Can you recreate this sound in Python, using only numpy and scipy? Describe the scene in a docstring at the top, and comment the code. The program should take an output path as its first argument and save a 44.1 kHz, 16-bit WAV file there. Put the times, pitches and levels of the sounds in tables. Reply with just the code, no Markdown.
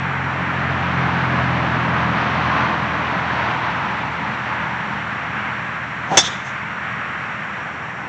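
"""A golf drive: the shaft whooshes through the air, then the hollow metal head cracks against the
ball and rings, overloading the microphone. Nearby trees scatter the crack back, and a farther tree
line returns a faint echo. Behind it, a droning vehicle and a car pass on a road out of sight,
more traffic rushes far off, and insects hiss in the wood."""
import sys
import numpy as np
from scipy import signal
from scipy.fft import rfft, irfft, next_fast_len
from scipy.io import wavfile
from scipy.ndimage import uniform_filter1d, map_coordinates

SR = 44100
rng = np.random.default_rng(int(sys.argv[2]) if len(sys.argv) > 2 else 0)


def generate_wav(signal):
    """Clip the signal to [-1, 1] and save it as 16-bit WAV at the path in sys.argv[1]."""
    frames = np.transpose(np.atleast_2d(signal))
    scaled = np.clip(frames, -1, 1) * 32767
    pcm = np.round(scaled).astype(np.int16)
    wavfile.write(sys.argv[1], SR, pcm)


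N = 356372
T = np.arange(N) / SR
IMPACT_S = 6.172   # the club meets the ball
SOUND_M_PER_S = 343


def from_db(db):
    """Turn decibels into a number to multiply by."""
    return 10 ** (np.asarray(db) / 20)


def rms_one(x):
    """Scale a signal so its average strength (rms) is 1."""
    return x / np.sqrt(np.mean(x ** 2) + 1e-20)


def noise(colour):
    """Noise of strength 1; the colour table says how strong each pitch is next to the others."""
    hz, db = np.transpose(colour)
    size = next_fast_len(N)
    bins = np.maximum(np.fft.rfftfreq(size, 1 / SR), 1)
    gain = from_db(np.interp(np.log(bins), np.log(hz), db)) * np.minimum(bins / hz[0], 1) ** 2
    return rms_one(irfft(rfft(rng.standard_normal(size)) * gain, size)[:N])


def drift(rate):
    """A smooth random wobble of strength 1 that changes about rate times a second."""
    knots = rng.standard_normal(4096)
    return rms_one(map_coordinates(knots, [T * rate], order=2, mode="wrap"))


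def swell(at_s, half_s):
    """A bell-shaped rise and fall of height 1."""
    return np.exp(-.5 * ((T - at_s) / half_s) ** 2)


def filtered(x, hz, kind):
    """Gently keep what is below hz ("low") or above it ("high")."""
    return signal.sosfilt(signal.butter(2, min(hz, SR / 3), kind, fs=SR, output="sos"), x)


def scatter(x, envelope):
    """Smear a sound into countless tiny echoes; the envelope says how late they come."""
    paths = rng.standard_normal(SR) * envelope[:SR]
    return signal.fftconvolve(x, paths / np.linalg.norm(paths))[:N]


def drive_by(closest_s, distance_m, m_per_s):
    """A straight pass: range in metres, and heading from -1 (coming) to 1 (going)."""
    along_m = m_per_s * (T - closest_s)
    range_m = np.hypot(distance_m, along_m)
    return range_m, along_m / range_m


def burst(colour, hold_s, fade_s):
    """Noise that starts with the blow, holds, then drops 60 dB every fade_s."""
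    age = np.maximum(T - IMPACT_S, 0)
    return (age > 0) * from_db(-60 * np.maximum(age - hold_s, 0) / fade_s) * noise(colour)


# The insects' hiss: pitch_hz, level_db
INSECT_COLOUR = [(3500, -10), (5000, -15.5), (5350, -3.5), (5650, 2), (6100, -6.5), (6700, -7), (7500, -7),
                 (8500, -23)]
def insects(level_db=-56):
    """Insects in the wood make a steady high hiss."""
    return from_db(level_db) * noise(INSECT_COLOUR)


# The rush of distant traffic: pitch_hz, level_db
FAR_COLOUR = [(100, -16), (420, -13), (650, -9), (900, -3.5), (1200, -0.5), (1650, 1), (2100, -3),
              (2700, -10), (3500, -21.5), (4800, -34), (8000, -64.5)]
# One row for each distant car: loudest_s, half_length_s, level_db
FAR_PASSES = [(0.301, 1.34, -25), (3.199, 1.4, -29), (4.6, 0.39, -29.5), (5.418, .25, -27),
              (7.03, 0.84, -27)]
def far_traffic(flutter_db=0.51):
    """Distant cars swell and fade, blending into one rush."""
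    power = sum(from_db(db) ** 2 / (1 + ((T - s) / half) ** 2) for s, half, db in FAR_PASSES)
    return np.sqrt(power) * from_db(flutter_db * drift(16)) * noise(FAR_COLOUR)


# Tyres rolling on the road: pitch_hz, level_db
ROAR_COLOUR = [(150, -18), (290, -4.5), (400, -11.5), (520, -8.5), (720, -3), (1000, -1), (1300, -3),
               (1900, -7.5), (2800, -15.5), (4000, -24.5), (5000, -34), (6200, -37), (8000, -65)]
# Gaps in the trees lift the roar, thickets dip it: middle_s, half_length_s, gain_db, treble_db
GAPS_AND_THICKETS = [(1.12, 0.42, 0.9, 2.5), (2.44, 0.23, 2, 1.5), (2.86, 0.091, -1, -.5),
                     (3.448, 0.38, 1.84, 0.3)]
def tyre_roar(level_db=-22, closest_m=46.3, wood_fade_m=62, rear_treble_db=3, flutter_db=0.6):
    """A car's tyres roar through the trees, brighter in the gaps and once it has gone by."""
    range_m, heading = drive_by(closest_s=2.15, distance_m=closest_m, m_per_s=24)
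    gap_db, gap_treble_db = sum(np.outer([db, treble_db], swell(s, half))
                                for s, half, db, treble_db in GAPS_AND_THICKETS)
    # distance weakens the roar, and so do the trees in the way
    carried = closest_m / range_m * np.exp((closest_m - range_m) / wood_fade_m)
    roar = noise(ROAR_COLOUR)
    treble = roar - uniform_filter1d(roar, size=13)
    roar += (from_db(rear_treble_db * heading + gap_treble_db) - 1) * treble
    return from_db(level_db + gap_db + flutter_db * drift(14)) * carried * roar


def next_car(end_db=-30.5, rise_db_per_s=9.5):
    """A dull tyre roar grows at the end as another car nears."""
    return from_db(end_db + rise_db_per_s * (T - T[-1])) * filtered(noise(ROAR_COLOUR), 900, "low")


# Stretches of road where the tyres sing: middle_s, half_length_s, pitch_hz, level_db
TREAD_NOTES = [(1.95, .2, 1179, -34), (2.57, .14, 1040, -26), (3.7, 0.4, 940, -29.5),
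               (4.699, .25, 929, -33), (5.451, 0.24, 902, -39.5)]
def tread_song(half_width_hz=75):
    """Air pumped from the tyre grooves makes a breathy note that slides lower with each swell."""
    times, _, pitches, _ = np.transpose(TREAD_NOTES)
    hz = np.interp(T, times, pitches)
    level = sum(from_db(db) * swell(s, half) for s, half, _, db in TREAD_NOTES)
    slow = filtered(rng.standard_normal((2, N)), half_width_hz, "low")
    # shift the slow noise up to the note's pitch
    note = np.real((slow[0] + 1j * slow[1]) * np.exp(2j * np.pi * np.cumsum(hz) / SR))
    return level * rms_one(note)


# Rumble of the exhaust and body: pitch_hz, level_db
RUMBLE_COLOUR = [(30, -34), (55, -23), (75, -10.5), (105, -3.5), (150, 2), (215, -1), (260, -8), (330, -18),
                 (480, -23.5), (900, -68)]
# Exhaust tones, at multiples of the engine's cycle: multiple, coming_db, nearly_level_db, going_db
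EXHAUST_TONES = [(2, -8, -8.5, -13), (3, -1.5, -0.5, -7.5), (4, -10, -6, -12), (5, -15, -14, -8.5),
                 (6, -20.5, -13, -24.5), (7, -21.5, -16, -20), (8, -27, -18.5, -27), (9, -24, -22, -32.5),
                 (10, -23, -23, -33.5)]
def engine(level_db=-24, cycle_hz=42.8, closest_m=22, m_per_s=18.5, tailpipe_db=1.4, waver_db=1.45):
    """An exhaust drones over a rumble; going by, it drops in pitch (Doppler) and changes colour."""
    range_m, heading = drive_by(closest_s=1.4, distance_m=closest_m, m_per_s=m_per_s)
    hz = cycle_hz / (1 + heading * m_per_s / SOUND_M_PER_S)
    phase = 2 * np.pi * np.cumsum(hz) / SR
    pipe_facing_us = np.maximum(heading, 0) ** 4
    rumble_db = -4.5 + 2.5 * heading + tailpipe_db * pipe_facing_us
    drone = from_db(rumble_db) * noise(RUMBLE_COLOUR)
    for multiple, *levels_db in EXHAUST_TONES:
        tone_db = np.interp(heading * abs(heading), [-3 / 5, -1 / 12, 1], levels_db)
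        # the trip through the air makes each tone fade and wander on its own
        gain = np.sqrt(2) * from_db(tone_db + waver_db * drift(7))
        drone += gain * np.sin(multiple * phase + rng.uniform(0, 2 * np.pi) + 0.28 * drift(5))
    return from_db(level_db) * closest_m / range_m * drone


# Groups of trees: delay_s, spread_s, level_db, lowest_hz, direction (1 behind, 0 beside, -1 ahead)
TREE_GROUPS = [(.025, 0.013, -25, 2500, 0.7), (.06, 0.011, -25, 2500, 0.85),
               (.088, 0.017, -21.5, 2500, 0.91), (.148, 0.028, -32.5, 2000, -.1),
               (.2, 0.039, -38.5, 2490, 0.7), (.298, .022, -34, 6020, .75), (.3, 0.076, -42.5, 4000, -.3)]
def tree_echoes(noises, ring, group_width=.2, leaf_cut_hz=6600, low_echo_db=-19.5):
    """Trees return smeared, mostly high copies of the stroke; the whole wood returns the lows."""
    highs = np.zeros(N)
    fan = group_width * np.array([-1, 0, 1])
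    for delay, spread, db, lowest_hz, direction in TREE_GROUPS:
        for towards in np.clip(direction + fan, -1, 1):
            sent = filtered(noises + follow_through(ring, towards), lowest_hz, "high")
            highs += from_db(db) / np.sqrt(len(fan)) * scatter(sent, swell(delay, spread))
    lows = scatter(filtered(noises, 900, "low"), swell(at_s=0.097, half_s=0.051))
    return filtered(highs, leaf_cut_hz, "low") + from_db(low_echo_db) * lows


# Air swirling off the shaft and head: pitch_hz, level_db
WHOOSH_COLOUR = [(90, -20.5), (200, -5), (300, -1.5), (430, -9), (590, -1.5), (780, -2.5), (920, -2),
                 (1100, -11), (2000, -23), (4000, -50)]
# Air hissing over the head's edges: pitch_hz, level_db
EDGE_COLOUR = [(1500, -7), (3200, 4.5), (4800, -7), (6400, 0), (7400, -11), (8600, -19)]
# The whoosh peaks before the ball and past it: peak_s, level_db, rise_db_per_s, fall_db_per_s
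WHOOSH_PEAKS = [(6.126, -12.5, 520, 199), (6.191, -13, 210, 1004)]
def swing(shaft_hz=797, pitch_sag=.05, rush_db=-3.5, tone_db=-7.0, edge_db=-34):
    """Swirls of air make a brief tone at the shaft, and a broad whoosh and hiss at the head."""
    peaks_db = [db - np.maximum(rise * (s - T), fall * (T - s)) for s, db, rise, fall in WHOOSH_PEAKS]
    strength = from_db(np.maximum(np.max(peaks_db, axis=0), -150))
    hz = shaft_hz * (strength / strength.max()) ** pitch_sag   # highest when the shaft is fastest
    tone = np.sqrt(2) * np.sin(2 * np.pi * np.cumsum(hz) / SR + 0.54 * drift(150))
    air = from_db(rush_db) * noise(WHOOSH_COLOUR) + from_db(tone_db) * tone
    hiss = from_db(edge_db) * swell(at_s=6.158, half_s=0.037) * noise(EDGE_COLOUR)
    return strength * air + hiss


def follow_through(ring, direction, head_m_per_s=32.2, radius_m=1.6):
    """The ringing head flies on along its arc, so its pitch glides, differently in each direction."""
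    sounding = (T > IMPACT_S) & (T < IMPACT_S + len(ring) / SR)
    age = T[sounding] - IMPACT_S
    forward_m = radius_m * np.sin(head_m_per_s * age / radius_m)
    # Doppler shift, set so the pitch is unchanged behind the golfer at the blow
    ring_time = age + (head_m_per_s * age - direction * forward_m) / SOUND_M_PER_S
    heard = np.zeros(N)
    heard[sounding] = map_coordinates(ring, [ring_time * SR], order=3)
    return heard


# The head's main tones, heard from behind at the blow: pitch_hz, level_db, fade_s (to drop 60 dB)
HEAD_TONES = [(760, -13, .06), (990, -13, .06), (2632, -8.5, .065), (2767, -17, .05), (3368, -7, .16),
              (3515, -8.5, .19), (3630, -14, .12), (4370, -23, .24), (4770, -19, .2), (4900, -24, .24),
              (5290, -18, .09), (5420, -11, .24), (5775, -12, .08), (5950, -17, .09), (6175, 0, .07),
              (6260, -9, .12), (6870, -18, .2), (7250, -19, .06), (7450, -28, .16), (7725, -21, .09),
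              (8170, -29, .11)]
# How strong the thin shell's many weaker tones are: pitch_hz, level_db
SHELL_LEVELS = [(3200, -30), (3700, -21), (4200, -35), (5000, -34), (6000, -23), (7000, -30), (8300, -36)]
def head_ring(level_db=1.0, shell_count=44, shell_fade_s=.16, turn_s=0.047, turned_fade_s=.025):
    """The struck metal head rings with its main tones amid a dense clank from its thin shell."""
    age = T[:SR // 4]
    shell_hz, shell_db = np.transpose(SHELL_LEVELS)
    places = (np.arange(shell_count) + rng.random(shell_count)) / shell_count
    pitches = shell_hz[0] + np.ptp(shell_hz) * places
    shell = [(hz, np.interp(hz, shell_hz, shell_db), shell_fade_s) for hz in pitches]
    signs = [*np.resize([1, -1], len(HEAD_TONES)), *rng.choice([-1, 1], shell_count)]
    ring = sum(sign * from_db(db - 60 * age / fade_s) * np.sin(2 * np.pi * hz * age)
               for sign, (hz, db, fade_s) in zip(signs, [*HEAD_TONES, *shell]))
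    # the ring fades quickly once the club face has turned away
    return ring * from_db(level_db - 60 * np.maximum(age - turn_s, 0) / turned_fade_s)


# The click of the club face: pitch_hz, level_db
CLICK_COLOUR = [(1000, -14), (2900, -12), (3300, 12), (3900, 12), (4400, 3), (5000, -5), (6100, -1),
                (7000, -11), (8300, -15)]
def face_click(level_db=-11.5):
    """The metal face meets the ball with a very short, bright click."""
    return from_db(level_db) * burst(CLICK_COLOUR, hold_s=0.00077, fade_s=0.0096)


# The crack of the blow: pitch_hz, level_db
CRACK_COLOUR = [(30, -19), (120, -2), (270, 1.5), (600, 4.5), (1250, 0), (2000, 4), (3600, -2.5),
                (4500, -19), (6000, -4), (7400, -8), (8600, -23)]
def ball_crack(level_db=-3.5):
    """The club hits ball, tee and turf in one loud crack."""
    return from_db(level_db) * burst(CRACK_COLOUR, hold_s=0.0067, fade_s=0.058)


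def scene(outward_db=25.0):
    """The stroke, heard from behind, and its echoes over insects and traffic."""
    whoosh_and_crack = swing() + ball_crack()
    click = face_click()
    ring = head_ring()
    stroke = whoosh_and_crack + click + follow_through(ring, direction=1)
    # the face throws its click outward, much louder towards the trees than backward
    echoes = tree_echoes(whoosh_and_crack + from_db(outward_db) * click, ring)
    background = insects() + engine() + tread_song() + tyre_roar() + next_car() + far_traffic()
    return (stroke + echoes + background)[None]


def record(dry):
    """The microphone flattens the loudest peaks and dulls the treble, whose top is then cut off."""
    ceiling, cutoff_hz = .78, 8250
    flattened = dry / (1 + (dry / ceiling) ** 6) ** (1 / 6)
    dulled = filtered(flattened, 11000, "low")
    return signal.sosfilt(signal.ellip(8, .1, 80, cutoff_hz, fs=SR, output="sos"), dulled)


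dry = scene()
out = record(dry)
generate_wav(out)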